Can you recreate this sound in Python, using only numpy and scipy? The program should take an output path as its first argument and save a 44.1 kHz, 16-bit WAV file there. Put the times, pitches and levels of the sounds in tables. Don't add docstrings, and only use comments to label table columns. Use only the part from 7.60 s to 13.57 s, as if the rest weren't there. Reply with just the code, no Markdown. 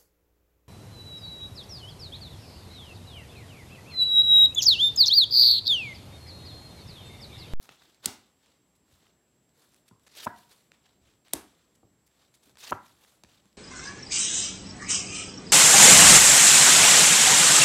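import sys
import numpy as np
from scipy import signal
from scipy.io import wavfile
from scipy.ndimage import uniform_filter1d

SR = 44100
rng = np.random.default_rng(int(sys.argv[2]) if len(sys.argv) > 2 else 0)


def volts_from_decibels(level):
    exponent = np.asarray(level, float) / 20
    return 10 ** exponent


def materialize(psi):
    bounded = np.clip(np.atleast_2d(psi).T, -1, 1)
    quanta = np.round(bounded * 32767).astype(np.int16)
    wavfile.write(sys.argv[1], SR, quanta)


N = 263277


def evened(x):
    return x / np.sqrt(np.mean(x ** 2) + 1e-20)


def read(points, hz):
    point_hz, value = np.transpose(points)
    return np.interp(np.log(hz + 1), np.log(point_hz + 1), value)


def add(mix, s, sound):
    part = mix[round(s * SR):][:len(sound)]
    part += sound[:len(part)]


def band(x, lo_hz, hi_hz):
    sos = signal.butter(2, [lo_hz, min(hi_hz, .45 * SR)], "bandpass", fs=SR, output="sos")
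    return signal.sosfilt(sos, x)


def resonate(x, hz, width):
    turn = np.exp(2j * np.pi * np.cumsum(hz * np.ones(len(x))) / SR)
    r = np.exp(-np.pi * width / SR)
    return 2 * (turn * signal.lfilter([1 - r], [1, -r], x / turn)).real


def ring(db, hz, t60, rise):
    t = np.arange(int(SR * t60) + 8) / SR
    wave = np.sin(2 * np.pi * hz * t) * volts_from_decibels(-60 * t / t60)
    wave = wave * (1 - np.exp(-(t * hz / rise) ** 2))
    return volts_from_decibels(db) * wave / abs(wave).max()


def air():
    # pitch in Hz, level in dB per Hz.
    air_colour = [(25, -20), (135, -6), (300, -8.5), (600, -15.5), (1400, -23), (5270, -29), (15200, -34.5),
                  (16300, -48.5)]
    # pitch in Hz, rms level in dB.
    whine_tones = [(7654, -79), (15308, -97), (65.7, -85.5)]
    frames, hz = N // 256 + 5, np.fft.rfftfreq(1024, 1 / SR)
    a, b, patches = rng.standard_normal((frames, 513, 3)).T
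    patches = uniform_filter1d(uniform_filter1d(patches, 10, 0), 14, 1)
    z = (a + 1j * b) * volts_from_decibels(read(air_colour, hz)[:, None] + 1.3 * evened(patches))
    noise = signal.istft(z, nperseg=1024, noverlap=768)[1][:N]
    t = np.arange(N) / SR
    whine = sum(np.sqrt(2) * volts_from_decibels(db) * np.sin(2 * np.pi * f * t) for f, db in whine_tones)
    return volts_from_decibels(-70.5) * evened(noise) + whine


def tail(colour):
    # pitch in Hz, time to fall by 60 dB in seconds.
    ring_times = [(120, 0.67), (400, 0.32), (1000, 0.39), (3000, 0.36), (7000, 0.31), (14000, 0.29)]
    hz, t, z = signal.stft(rng.standard_normal(SR // 2), SR, nperseg=512)
    shape_db = read(colour, hz)[:, None] - 60 * t / read(ring_times, hz)[:, None]
    wash = signal.istft(z * volts_from_decibels(shape_db), SR, nperseg=512)[1]
    wash = wash * np.clip((np.arange(len(wash)) / SR - .003) / .014, 0, 1)
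    return wash / np.sqrt(np.mean(wash[700:2500] ** 2))


def narrow_bands(table, level_db):
    flat = tail([(20, 0), (20000, 0)])
    out = 0
    for hz, width, db in table:
        narrow = resonate(resonate(flat, hz, width), hz, width)
        out = out + volts_from_decibels(level_db + db) * np.sqrt(SR / width / 2) * narrow
    return out


def room(x):
    # start in seconds, level in dB,
    # gap between the two main strokes in seconds, share of the second stroke.
    blows = [
        (.459, -44, .0014, 0.29),
        (3.735, -43.5, .0018, 0.13),
        (2.67, -56, .0063, 0.29),
        (5.124, -52, .0057, 0.38),
        (3.4, -68.5, 0.0026, 0.28),
        (2.31, -67, 0.0023, 0.16),
        (4.229, -66.5, .0031, 0.27),
        (5.64, -70.5, 0.0034, 0.26),
    ]
    # pitch in Hz, level in dB.
    slap_colours = [
        [(88, -42.5), (323, 2), (508, -20), (916, -9), (1310, -15), (5480, -16), (15300, -30), (16500, -43)],
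        [(88, -38.5), (317, 4), (488, -12.5), (723, -9.5), (2500, -19), (10100, -21.5), (15000, -30),
         (16500, -40)],
    ]
    # pitch in Hz, level in dB.
    flap_colours = [
        [(88, -35), (150, -17), (392, -6.5), (584, -22), (1500, -10), (2510, -31.5), (4000, -59), (8800, -120)],
        [(88, -43.5), (150, -22), (324, -8), (450, -17), (1300, -5.5), (1900, -13.5), (4000, -42.5),
         (8800, -120)],
    ]
    # pitch in Hz, level in dB.
    thud_colours = [
        [(35, -26), (60, 7), (350, -21), (700, -14), (910, -44), (1540, -120)],
        [(35, -42), (60, -13), (204, -3.5), (864, -22.5), (1060, -1), (1500, -49), (1950, -67.5), (3300, -120)],
        [(35, -37.5), (60, -4), (134, -4), (803, -14), (1200, -28), (1560, -55.5), (2640, -120)],
        [(35, -29), (60, -1), (402, -10), (690, -26), (910, -52), (1540, -120)],
    ]
    # pitch in Hz, width in Hz, level in dB.
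    hollows = [
        [(717, 47, -3.5), (947, 80, -1.5), (1485, 32, -11.5), (1660, 87, -10), (1940, 45.5, -14.5)],
        [(825, 71, -3.5), (983, 110, -4), (1366, 52.6, -5.5), (2010, 46, -20.5)],
    ]
    # pitch in Hz, width in Hz, level in dB.
    slap_bands = [(3710, 180, -2), (4610, 120, -2.5), (5570, 56, 1.5), (6270, 150, -2), (7120, 150, -3),
                  (7960, 46, -8.5)]
    even = tail([(20, 0), (20000, 0)])
    out = signal.fftconvolve(x, even / np.linalg.norm(even))[:N]
    for (s, db, gap, share), colour in zip(blows, slap_colours + flap_colours + thud_colours):
        wash = volts_from_decibels(db) * tail(colour)
        add(out, s, wash)
        add(out, s + gap, share * wash)
    for (s, *_), table in zip(blows[2:], hollows):
        add(out, s, narrow_bands(table, -50.5))
    add(out, blows[0][0], narrow_bands(slap_bands, -58))
    return out


def rub(t, db, hiss_db, body_db, hz):
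    slips = rng.standard_normal((3, len(t))) * volts_from_decibels(2.2 * np.minimum(rng.exponential(1, len(t)), 4))
    flutter = volts_from_decibels(2.0 * evened(uniform_filter1d(rng.standard_normal(len(t)), 300)))
    card = evened(1.1 * evened(resonate(slips[0], hz, 1200)) + evened(band(slips[1], 1700, 6800)))
    hiss = volts_from_decibels(hiss_db) * evened(band(slips[1], 4300, 13000))
    body = volts_from_decibels(body_db) * evened(band(slips[2], 350, 1700))
    fade = np.clip(np.minimum(t - t[0], t[-1] - t) / 0.0064, 0, 1)
    return t[0], volts_from_decibels(db) * flutter * (card + hiss + body) * fade


def rustle(start, top, end, db, *colour):
    t = np.arange(max(start, 0), end, 1 / SR)
    away = abs(np.interp(t, [start, top, end], [-1, 0, 1]))
    return rub(t, db - 16 * away ** 1.5, *colour)


def slides(out):
    # start in seconds, strongest moment in seconds, end in seconds, level in dB.
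    slide_moves = [(0.068, .11, .24, -63.5), (.17, .225, .44, -64.5), (.422, .45, .459, -50),
                   (0.571, .6, .78, -70.5), (.76, .872, 1.04, -71.5), (1.33, 1.45, 1.56, -71),
                   (3.107, 3.14, 3.24, -73), (3.199, 3.255, 3.4, -72), (3.399, 3.47, 3.6, -70.5),
                   (3.641, 3.66, 3.8, -67), (3.841, 3.88, 4.2, -71), (4.481, 4.63, 4.73, -71),
                   (5.64, 5.725, 5.85, -65.5), (5.815, 5.87, 5.97, -73)]
    for row in slide_moves:
        add(out, *rustle(*row, -13, -4.5, 3500))


def brushes(out):
    # start in seconds, strongest moment in seconds, end in seconds, level in dB.
    brush_moves = [(0.0, 0.039, .095, -63), (1.249, 1.331, 1.44, -70.5), (1.932, 2.0, 2.17, -69),
                   (2.06, 2.13, 2.25, -73), (2.248, 2.283, 2.29, -73), (2.388, 2.449, 2.5, -75),
                   (2.719, 2.794, 2.89, -64), (2.858, 2.92, 3.0, -65), (2.939, 2.99, 3.11, -70),
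                   (4.102, 4.164, 4.24, -85), (4.482, 4.583, 4.72, -80), (3.92, 3.98, 4.08, -82),
                   (4.708, 4.758, 4.79, -73), (4.791, 4.875, 4.96, -67.5), (5.151, 5.268, 5.4, -67),
                   (5.321, 5.447, 5.63, -66)]
    for row in brush_moves:
        add(out, *rustle(*row, -2, -4, 3640))


def pulls(out):
    # time in seconds, finger pressure in dB, grip of the fingertip heard as fine hiss in dB.
    pull_moves = [
        [(2.485, -68, -10), (2.543, -61.5, -11), (2.572, -49.5, -2), (2.602, -44.5, -21), (2.645, -49, -1.5),
         (2.657, -44.5, 5.5)],
        [(4.978, -57.5, -9), (4.998, -56, -1.5), (5.04, -47.5, -19.5), (5.06, -49, -18), (5.098, -46, -9),
         (5.106, -36, -20.5)],
    ]
    for rows in pull_moves:
        s, db, hiss_db = np.transpose(rows)
        t = np.arange(s[0], s[-1], 1 / SR)
        hz = np.linspace(4400, 2900, len(t))
        add(out, *rub(t, np.interp(t, s, db), np.interp(t, s, hiss_db), -11, hz))


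def patchy(x, patch_db):
    z = signal.stft(x, nperseg=256)[2]
    patches = uniform_filter1d(uniform_filter1d(rng.standard_normal(z.shape), 6, 0), 4, 1)
    return signal.istft(z * volts_from_decibels(patch_db * evened(patches)), nperseg=256)[1][:len(x)]


def hands():
    out = np.zeros(N)
    pulls(out)
    slides(out)
    brushes(out)
    return patchy(out, patch_db=2.0)


def scuffs():
    # start in seconds, rms level in dB, middle pitch in Hz, length in seconds.
    scuff_events = [(.025, -57, 8500, .008), (1.15, -72, 7000, .02), (2.278, -60, 6000, .015),
                    (2.463, -59, 4500, .022), (2.463, -63, 1000, .022), (2.636, -50, 9000, .021),
                    (2.915, -62, 5000, .02), (3.255, -64, 3000, .015), (.436, -54, 4000, .021),
                    (4.15, -66, 5500, .012), (4.462, -68, 9000, .018), (3.7295, -50, 3500, .004),
                    (4.74, -62, 6000, .02), (4.83, -64, 6000, .012), (5.1055, -41, 6500, .006)]
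    out = np.zeros(N)
    for s, db, hz, length in scuff_events:
        noise = rng.standard_normal(1500)
        scuff = evened(band(noise, hz * 0.32, hz * 1.8))[:int(length * SR)]
        add(out, s, volts_from_decibels(db) * scuff * signal.windows.tukey(len(scuff), .4))
    return out


def ticks():
    # start in seconds, peak in dB, middle pitch in
    # Hz, time to fall by 60 dB in seconds.
    tick_events = [(.026, -63, 5000, 0.012), (.22, -47, 1580, 0.023), (.346, -50, 2980, .01),
                   (0.8609, -48.5, 3500, 0.0093), (1.893, -56.5, 5000, .008), (2.145, -42.5, 4500, 0.0065),
                   (2.164, -50, 5960, 0.0053), (2.397, -52, 4500, 0.0067), (3.538, -57.5, 3500, 0.01),
                   (3.683, -44.5, 4040, 0.0053), (4.144, -62, 6000, 0.0063), (4.478, -53.5, 2800, 0.0083),
                   (4.8953, -49.5, 2500, 0.01), (4.9556, -47, 2180, 0.019), (4.9713, -42, 2920, 0.0198),
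                   (5.448, -47.5, 1800, 0.011), (5.8567, -49.5, 3500, .007), (5.929, -51.5, 3980, .007),
                   (.0912, -35, 1600, .018), (3.1185, -39, 2300, .008), (3.6506, -52, 3500, .006),
                    (4.741, -47, 3500, .006), (5.6366, -34, 2600, .011), (5.647, -50, 1200, .01)]
    out, t = np.zeros(N), np.arange(1500) / SR
    for s, db, hz, t60 in tick_events:
        contact = (t == 0) + 0.23 * rng.standard_normal(1500)
        tick = band(contact * volts_from_decibels(-60 * t / t60), hz * 0.19, hz * 2.2)
        add(out, s, volts_from_decibels(db) * tick / abs(tick).max())
    return out


def thumps():
    # start in seconds, peak in dB, pitch in Hz, time to fall by 60 dB in seconds.
    table_pushes = [(.091, -52, 298, 0.024), (0.464, -34, 234.6, 0.021), (1.326, -58, 88, 0.08),
                    (2.312, -51, 231.6, 0.035), (2.315, -56, 113.7, .12), (2.311, -53.5, 970, 0.017),
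                    (2.667, -30.5, 232, 0.039), (3.7359, -25.5, 650, 0.004), (3.7399, -31, 305, 0.019),
                    (4.23, -55, 319, 0.041), (4.231, -56.5, 800, 0.017), (4.236, -57.5, 119.3, 0.11),
                    (4.87, -59, 285, 0.06), (5.112, -37.5, 299, 0.023), (5.121, -33, 261, 0.039),
                    (5.64, -51, 207, 0.022), (5.645, -58, 73.6, .15), (5.854, -58, 197, 0.057),
                    (0.1, -60, 139, 0.095), (0.466, -48, 90.7, 0.11), (2.672, -44.5, 103, 0.041),
                    (3.743, -49, 69.2, 0.12), (5.124, -42, 101.3, 0.098)]
    out = np.zeros(N)
    for s, db, hz, t60 in table_pushes:
        add(out, s, ring(db, hz, t60, rise=0.63))
        add(out, s, ring(db - 5.0, hz * 1.45, t60 * 1.5, rise=0.26))
    return out


def flaps():
    # start in seconds, peak in dB, pitch in Hz, time to fall by 60 dB in seconds.
    bounces = [
        (2.6612, -34, 720, .018),
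        (2.6673, -17.5, 900, .007),
        (2.6704, -18.5, 960, .008),
        (2.673, -27, 1500, .007),
        (2.676, -28, 1350, .01),
        (5.115, -32, 800, .02),
        (5.1214, -14, 1030, .0048),
        (5.1244, -17, 1050, .006),
        (5.1267, -16, 1180, .0045),
        (5.1297, -22, 1020, .005),
    ]
    out = np.zeros(N)
    for s, db, hz, t60 in bounces:
        add(out, s, ring(db, hz, t60, rise=1.08))
        add(out, s, ring(db - 7.5, hz * 0.68, t60, rise=1.0))
        add(out, s + 0.00087, ring(db - 23, hz * 2.6, 0.0065, rise=0.89))
    return out


def snaps():
    # start in seconds, peak in dB, middle pitch in Hz,
    # time for the ring to fall by 60 dB in seconds, crackle in dB.
    strokes = [(.4573, -24, 6000, .002, -9), (.4579, -14, 4300, .0022, -14), (.4581, -14, 8800, .0012, -20),
               (.4579, -19, 15000, .0008, -20), (.45935, -5, 8500, .001, -14),
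               (.4594, -16, 6000, .0012, -30), (.45937, -11, 14000, .0006, -30),
               (.4594, -17, 3800, .0015, -30), (3.7334, -28, 4000, .002, -8),
               (3.7339, -22, 3500, .0018, -12), (3.7341, -20, 12500, .001, -20),
               (3.7341, -24, 8000, .0015, -20), (3.7355, -10, 8500, .0018, -10),
               (3.73553, -11.5, 11600, .0016, -30), (3.7355, -19, 3600, .0015, -30)]
    out, t = np.zeros(N), np.arange(500) / SR
    for s, db, hz, t60, crackle_db in strokes:
        add(out, s - .00012, ring(db, hz, t60, rise=.7))
        crackle = band(rng.standard_normal(500), 3200, 11500) * volts_from_decibels(crackle_db - 60 * t / 0.019)
        add(out, s, volts_from_decibels(db) * crackle * (1 - np.exp(-t / .0005)))
    return out


def scene():
    rubbing, snap = hands(), snaps()
    knock = flaps() + thumps()
    tick = ticks() + scuffs()
    wet = volts_from_decibels(-21) * snap + volts_from_decibels(-17) * knock + volts_from_decibels(-11.0) * tick + volts_from_decibels(-15) * rubbing
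    return (snap + knock + tick + rubbing + room(wet) + air())[None]


def band_limit(x):
    return signal.sosfilt(signal.butter(12, 17340, fs=SR, output="sos"), x)


def record(dry):
    bass_cut = signal.butter(3, 42, "highpass", fs=SR, output="sos")
    top_cut = signal.firwin(101, 16300, window=("kaiser", 5), fs=SR)
    mix = signal.sosfilt(bass_cut, dry)
    mix = signal.oaconvolve(mix, top_cut[None], "same")
    return band_limit(mix)


dry = scene()
out = record(dry)
materialize(out)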